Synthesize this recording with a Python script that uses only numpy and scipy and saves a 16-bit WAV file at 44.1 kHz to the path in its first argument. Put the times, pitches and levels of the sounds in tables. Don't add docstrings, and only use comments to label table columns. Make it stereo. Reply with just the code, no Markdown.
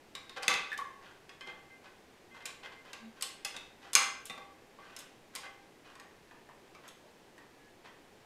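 import sys
import numpy as np
from scipy import signal
from scipy.fft import rfft, irfft, next_fast_len
from scipy.io import wavfile
from scipy.ndimage import uniform_filter1d, map_coordinates

SR = 44100
rng = np.random.default_rng(int(sys.argv[2]) if len(sys.argv) > 2 else 0)


def dump_mix(stems):
    frames = np.atleast_2d(stems).T
    limited = np.clip(frames, -1, 1)
    pcm = np.round(limited * 32767).astype(np.int16)
    wavfile.write(sys.argv[1], SR, pcm)


N = 363825

# (frequency [Hz], level [dB])
AIR_SPECTRUM = [(20, -4), (40, -27.5), (70, -12.5), (100, -9), (200, -6.5), (400, -3), (600, -9),
                (780, -8.5), (1200, -16.5), (2000, -15), (3300, -20.5), (7000, -26.5), (12000, -33.5),
                (16000, -28.5)]
SLIDE_SPECTRUM = [(150, -26.5), (400, -13), (750, 3), (1100, 7), (2000, -4), (3000, -0.5), (4500, -4.5),
                  (7000, -14), (15000, -34.5)]
SKID_SPECTRUM = [(1500, -24), (3000, 0), (5000, -9), (8000, -2), (12000, -13), (15000, -11)]
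CHATTER_SPECTRUM = [(100, -28), (350, -20), (500, -2), (700, -12), (1100, 8), (1600, 1), (3000, 3),
                    (7000, -8), (9500, -13), (14000, -26)]
# (frequency [Hz], bandwidth [Hz], level [dB])
HOLLOW_MODES = [(531, 54, -4.5), (792, 27, -4.5), (1050, 100, -13), (1095, 20, -5.5), (1530, 150, -3.5),
                (1980, 97, -5.5), (2495, 80, -6), (3176, 198, -12)]
# (time [s], part's pitch [Hz], level [dB], hardness [dB/octave])
HANDLE_CLICKS = [(0.1511, 3785, -41, -0.5), (0.2945, 3720, -49, -2.5), (0.425, 6260, -46, -4),
                 (0.4304, 4940, -37.5, -3), (0.7763, 1770, -40, 3.5), (1.2929, 3370, -51.5, -3.5),
                 (1.4086, 3110, -49.5, -3), (2.4552, 7100, -36.5, -3), (2.9313, 5030, -42.5, -3.5),
                 (3.2101, 4600, -43, -0.5), (3.2231, 8000, -30, -1.5), (3.932, 7600, -32.5, -1.5),
                 (3.9521, 5030, -14.5, -0.5), (4.2546, 9600, -48.5, 1), (4.9642, 5270, -44, 0),
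                 (4.9895, 6560, -50, 2), (5.3515, 9150, -37, -4), (5.3604, 4990, -43.5, -3.5),
                 (5.9531, 1855, -50.5, 1), (5.9979, 1830, -47.5, 1.5), (6.8795, 6460, -52, -1.5)]
WOOD_KNOCKS = [(0.4801, 3140, -22.5, -0.63), (0.538, 3500, -33.5, -2.5), (1.472, 3200, -50, -5),
               (3.4479, 5100, -33.5, -1), (3.5638, 3710, -43.5, 0), (4.2972, 3620, -43, -3),
               (4.377, 1150, -46.5, 0.5), (4.7866, 1170, -58.5, -4), (6.3102, 1780, -56, -2.5),
               (6.4887, 1805, -58.5, -4), (6.7477, 2300, -54, -2), (7.3789, 1830, -53.5, 0),
               (7.856, 960, -58, 0.5)]
# (frequency [Hz], level [dB], T60 [s])
HANDLE_MODES = [(260, -24, .12), (521.7, -23, 0.071), (1102, -5, 0.142), (1543, -9, 0.062),
                (2366, 1.5, 0.01867), (3430, -24.5, 0.0261), (3918, -7.5, .018), (5140, 2.5, 0.025),
                (6360, 4, 0.011), (6786, 5.5, 0.013), (7200, -4, 0.022), (8095, -1, 0.02196),
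                (8990, 0.5, 0.016), (9300, -4, 0.018), (10940, -15.5, 0.015), (10810, -21, 0.011),
                (13200, -18, 0.017)]
WOOD_MODES = [(264, -26, 0.08), (490, -31, 0.046), (807, -9.5, 0.061), (1159, -9.5, 0.17),
              (1540, -6.5, 0.045), (2060, 2.5, 0.027), (2586, 5, 0.026), (3110, -11.5, 0.0088),
              (3488, -2, .03), (4540, -12, 0.015), (4900, -24.5, 0.0149), (6100, -12.5, 0.0202),
              (6700, -14.5, .018), (7600, -14.5, 0.016), (9200, -19, 0.019), (9350, -13.5, .018)]
METAL_MODES = [(495.8, 2, 0.33), (793, -6, 0.72), (1143, -4.5, 0.5), (1577, -5, 0.66), (2080, 0, 0.63),
               (2533, -11, 0.41), (2400, -14.5, 0.75), (3130, -5.5, 0.23), (3280, -7, 0.31)]
# (lower limit [Hz], upper limit [Hz])
BLOW_BANDS = [(500, 1800), (1800, 7000), (7000, 15000)]
# (time [s], nominal length [s], level [dB])
SLIDE_STROKES = [(0.361, 0.029, -33), (0.421, 0.027, -36.5), (1.007, 0.14, -49), (1.461, 0.053, -45.5),
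                 (1.838, 0.043, -45.5), (2.34, 0.054, -47), (2.4, 0.035, -47), (2.627, 0.053, -40),
                 (2.713, 0.03, -45), (2.84, 0.088, -48), (3.15, 0.12, -51.5), (3.54, 0.029, -40.5),
                 (3.814, 0.095, -45), (4.79, 0.27, -50), (5.333, 0.036, -46.5), (5.431, 0.041, -39),
                 (5.84, 0.099, -50.5), (6.83, 0.068, -49), (7.838, 0.058, -46.5)]
# (time [s], level [dB], favoured pitch [Hz])
CONTAINER_TOUCHES = [(0.365, -39, 1090), (0.8, -47.5, 1140), (1.41, -44, 2430), (1.472, -47, 2150),
                     (1.7, -54.5, 2100), (2.31, -55.5, 2100), (2.402, -54, 2050), (2.632, -44.5, 2370),
                     (2.665, -54, 1590), (5.436, -46.5, 1310)]
# (time [s], pitch [Hz], level [dB])
HANDLE_RATTLES = [(0.703, 3550, -41.5), (0.717, 1750, -28), (0.786, 1120, -30), (7.035, 619, -52.5)]
# (frequency [Hz], T60 [s])
REVERB_T60 = [(200, .58), (1000, .58), (2500, .53), (6000, .43), (10000, .34), (15000, .26)]
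# (frequency [Hz], gain [dB])
REVERB_GAIN = [(200, 2), (1000, 2.5), (2500, 2.5), (6000, -3.5), (10000, -6.5), (13500, -6), (15000, -17)]
MIC_RESPONSE = [(20, -3), (12500, -2), (14000, -6.5), (15700, -13)]
# (frequency [Hz], side relative to middle [dB])
REVERB_WIDTH = [(200, -9), (1300, -12), (2500, -12), (5000, -8), (9000, -6)]
AIR_WIDTH = [(60, -10), (380, -8), (700, -6.5), (2400, -7), (8000, -2)]

BAND_CENTRES_HZ = np.sqrt(np.prod(BLOW_BANDS, axis=1))
ORDINARY_DB = -45


def amp(db):
    return 10 ** (np.asarray(db) / 20)


def unit(x):
    return x / np.sqrt(np.mean(x ** 2) + 1e-20)


def along(points, hz):
    f, v = np.transpose(points)
    return np.interp(np.log(hz + 1), np.log(f + 1), v)


def filtered(x, response):
    n = x.shape[-1]
    m = next_fast_len(n + SR // 10)
    return irfft(rfft(x, m) * response(np.fft.rfftfreq(m, 1 / SR)), m)[..., :n]


def add(track, s, sound):
    part = track[:, round(s * SR):][:, :sound.shape[-1]]
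    part += sound[..., :part.shape[-1]]


def spread(pair, width):
    side = filtered(pair[1], lambda hz: amp(along(width, hz)))
    return np.array([pair[0] + side, pair[0] - side])


def in_room(sound, wet_db):
    hz, t, noise = signal.stft(rng.standard_normal((2, SR * 3 // 4)), SR, nperseg=256)
    fade = amp(-60 * t / along(REVERB_T60, hz)[:, None]) * (1 - np.exp(-t / 0.00043))
    fade *= (amp(along(REVERB_GAIN, hz)) / np.sqrt(np.mean(fade ** 2, axis=1)))[:, None]
    tail = signal.istft(noise * fade, SR, nperseg=256)[1]
    response = amp(wet_db) * spread(tail, REVERB_WIDTH) / np.sqrt(tail.shape[1])
    response[:, 0] += 1
    return signal.fftconvolve(sound[None], response, axes=1)


def air(rush_db, hum_hz, hum_db):
    rush = unit(filtered(rng.standard_normal((2, N)), lambda hz: amp(along(AIR_SPECTRUM, hz))))
    hum = unit(filtered(rng.standard_normal(N), lambda hz: 1 / (1 + ((hz - hum_hz) / 5) ** 2)))
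    return amp(rush_db) * spread(rush, AIR_WIDTH) + amp(hum_db) * hum


def hollow(hz, broad_db):
    modes = sum((-1) ** k * amp(db) * 1j * hz * width / (centre ** 2 - hz ** 2 + 1j * hz * width)
                for k, (centre, width, db) in enumerate(HOLLOW_MODES))
    return np.hypot(abs(modes), amp(broad_db + along(SLIDE_SPECTRUM, hz)))


def rubbing(level_db, swell_db, rate_hz):
    knots = rng.standard_normal(int(N * rate_hz / SR) + 4)
    swell = map_coordinates(knots, [np.arange(N) * rate_hz / SR])
    rub = unit(filtered(rng.standard_normal(N), lambda hz: hollow(hz, broad_db=-10.5)))
    return in_room(amp(level_db + swell_db * swell) * rub, wet_db=4)[:, :N]


def ring(modes, t, detune):
    hz, db, t60 = np.transpose(modes)[:, :, None]
    strength_db, shift, phase = rng.standard_normal((3, len(modes), 1))
    cycles = hz * (1 + detune * shift) * t + phase
    return np.sum(amp(db + strength_db - 60 * t / t60) * np.sin(2 * np.pi * cycles), axis=0)


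def band_levels(part_hz, level_db, hardness):
    octaves = np.log2(BAND_CENTRES_HZ)
    falloff_db = 7 * abs(octaves - np.log2(part_hz))
    return level_db - falloff_db + hardness * (octaves - octaves[1])


def with_rebounds(table, delay_s=.006, pitch_ratio=.55):
    rows = []
    for s, hz, db, hardness in table:
        loss_db = 7.5 + 0.25 * max(db - ORDINARY_DB, 0)
        rebound_hz = hz * pitch_ratio
        rows.append((s, hz, *band_levels(hz, db, hardness)))
        rows.append((s + delay_s, rebound_hz, *band_levels(rebound_hz, db - loss_db, hardness)))
    return rows


def voiced(blow, levels_db):
    n = len(blow)
    hz, spectrum = np.fft.rfftfreq(n, 1 / SR), rfft(blow)
    tilt_db = np.zeros(len(hz))
    for _ in range(3):
        power = 2 * abs(spectrum * amp(tilt_db)) ** 2 / n / (.02 * SR)
        band_db = [10 * np.log10(power[(hz > lo) & (hz < hi)].sum()) for lo, hi in BLOW_BANDS]
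        tilt_db += along(np.c_[BAND_CENTRES_HZ, np.subtract(levels_db, band_db)], hz)
    cepstrum = irfft(np.log(amp(tilt_db)), n)
    cepstrum[1:n // 2] *= 2
    cepstrum[n // 2 + 1:] = 0
    return irfft(spectrum * np.exp(rfft(cepstrum)), n)


def blows(table, modes, firm_rise_s, part_db, grip_db, crack_db, firm_crack_t60, low_hz, high_hz,
          gain_db):
    out, t = np.zeros((2, N)), np.arange(4096) / SR
    contacts = with_rebounds(table)
    loudest_db = max(max(row[2:]) for row in contacts)
    bass_cut = signal.butter(3, low_hz, 'high', fs=SR, output='sos')
    for s, part_hz, *levels_db in contacts:
        lightness = min((loudest_db - max(levels_db)) / 20, 1)
        whole = amp(grip_db * lightness) * ring(modes, t, detune=.002 + .03 * lightness)
        part = lightness * ring([(part_hz, part_db, .024)], t, detune=0)
        grit = filtered(rng.standard_normal(len(t)), lambda hz: 1 / (1 + (hz / high_hz) ** 4))
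        crack_t60 = firm_crack_t60 * (1 + lightness / 2)
        crack = signal.sosfilt(bass_cut, grit * amp(crack_db - 60 * t / crack_t60))
        onset = 1 - np.exp(-t / (firm_rise_s * (1 + 2 * lightness)))
        blow = voiced((whole + part + crack) * onset, levels_db)
        add(out, s, in_room(amp(gain_db) * blow, wet_db=0.5))
    return out


def slides(table, colour, grain_db, gain_db, wet_db):
    out = np.zeros((2, N))
    for s, length, db in table:
        progress = np.arange(SR // 4) / SR / length
        stroke = np.clip(progress * 6, 0, 1) * np.clip((1.15 - progress) * 2, 0, 1)
        catches = amp(grain_db * unit(uniform_filter1d(rng.standard_normal(len(stroke)), 90)))
        scrape = unit(filtered(catches * rng.standard_normal(len(stroke)), colour))
        add(out, s, in_room(amp(db + gain_db) * stroke * scrape, wet_db))
    return out


def container(touches, attack_s, focus_db_per_octave):
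    out, t = np.zeros((2, N)), np.arange(SR) / SR
    onset = 1 - np.exp(-t / attack_s)
    for s, db, near_hz in touches:
        modes = [(hz, level + focus_db_per_octave * abs(np.log2(hz / near_hz)), t60)
                 for hz, level, t60 in METAL_MODES]
        pairs = ring(modes + modes, t, detune=.003) / np.sqrt(2)
        add(out, s, in_room(amp(db) * pairs * onset, wet_db=-9.5))
    return out


def jolts(table, transfer_db, near_hz, threshold_db=-57):
    bodies = [(s, band_levels(*blow)[0]) for s, *blow in table]
    return [(s, db + transfer_db, near_hz) for s, db in bodies if db > threshold_db]


def skids(ordinary_s, shortening, thin_edge_hz):
    return [(s, ordinary_s * amp(-shortening * (db - ORDINARY_DB)), band_levels(hz, db, hardness)[2])
            for s, hz, db, hardness in HANDLE_CLICKS if hz > thin_edge_hz]


def settling(s, t60, rate_hz, level_db, wet_db):
    out, t = np.zeros((2, N)), np.arange(SR // 4) / SR
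    contacts = rng.standard_normal(len(t)) * (rng.random(len(t)) < rate_hz / SR)
    chatter = unit(filtered(contacts, lambda hz: amp(along(CHATTER_SPECTRUM, hz))))
    add(out, s, in_room(amp(level_db - 60 * t / t60) * chatter, wet_db))
    return out


def rattle(t60, chatter_t60, overtone_db, gap_s, loss_db):
    out, t = np.zeros((2, N)), np.arange(SR // 8) / SR
    for s, hz, db in HANDLE_RATTLES:
        bass_cut = signal.butter(2, hz / 2, 'high', fs=SR, output='sos')
        for k in range(3):
            body = ring([(hz, 0, t60), (hz * 1.4, overtone_db, t60 / 2)], t, detune=.02)
            chatter = rng.standard_normal(len(t)) * amp(-60 * t / chatter_t60)
            bounce = signal.sosfilt(bass_cut, signal.fftconvolve(chatter, body)[:len(t)])
            bounce *= amp(db - k * loss_db) / abs(bounce).max()
            add(out, s + k * gap_s, in_room(bounce, wet_db=-3.5))
    return out


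def soft_tone(peak_s, width_s, pitch_hz, level_db):
    t = np.arange(N) / SR - peak_s
    tone = unit(filtered(rng.standard_normal(N), lambda hz: 1 / (1 + ((hz - pitch_hz) / 6) ** 4)))
    return amp(level_db) * np.exp(-(t / width_s) ** 2) * tone


def scene():
    mix = air(rush_db=-57.5, hum_hz=69, hum_db=-79) + rubbing(level_db=-77.5, swell_db=3.5, rate_hz=14)
    mix += blows(HANDLE_CLICKS, HANDLE_MODES, firm_rise_s=.0002, part_db=4, grip_db=-5.5,
                 crack_db=10.5, firm_crack_t60=.015, low_hz=657.4, high_hz=10810, gain_db=-1.5)
    mix += blows(WOOD_KNOCKS, WOOD_MODES, firm_rise_s=.0007, part_db=2, grip_db=-10,
                 crack_db=5.5, firm_crack_t60=.018, low_hz=220, high_hz=9510, gain_db=-0.5)
    mix += slides(SLIDE_STROKES, lambda hz: hollow(hz, broad_db=-12.5),
                  grain_db=3, gain_db=-7.5, wet_db=-2)
    touches = (CONTAINER_TOUCHES + jolts(WOOD_KNOCKS, transfer_db=2.5, near_hz=962)
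               + jolts(HANDLE_CLICKS, transfer_db=0.5, near_hz=1167))
    mix += container(touches, attack_s=0.0038, focus_db_per_octave=-7.5)
    mix += slides(skids(ordinary_s=0.02, shortening=0.26, thin_edge_hz=6000),
                  lambda hz: amp(along(SKID_SPECTRUM, hz)), grain_db=5, gain_db=-0.5, wet_db=2.5)
    mix += settling(s=0.487, t60=0.29, rate_hz=1200, level_db=-33, wet_db=2)
    mix += settling(s=3.957, t60=0.12, rate_hz=1500, level_db=-27.5, wet_db=3)
    mix += rattle(t60=0.037, chatter_t60=0.054, overtone_db=-23, gap_s=0.012, loss_db=2)
    mix += soft_tone(peak_s=3.055, width_s=0.059, pitch_hz=226, level_db=-54.5)
    mix += soft_tone(peak_s=7.66, width_s=0.066, pitch_hz=1690, level_db=-65)
    return mix * amp([[-.15], [.15]])


def record(dry):
    return filtered(dry, lambda hz: amp(along(MIC_RESPONSE, hz)) / (1 + (hz / 15700) ** 120))


dry = scene()
out = record(dry)
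dump_mix(out)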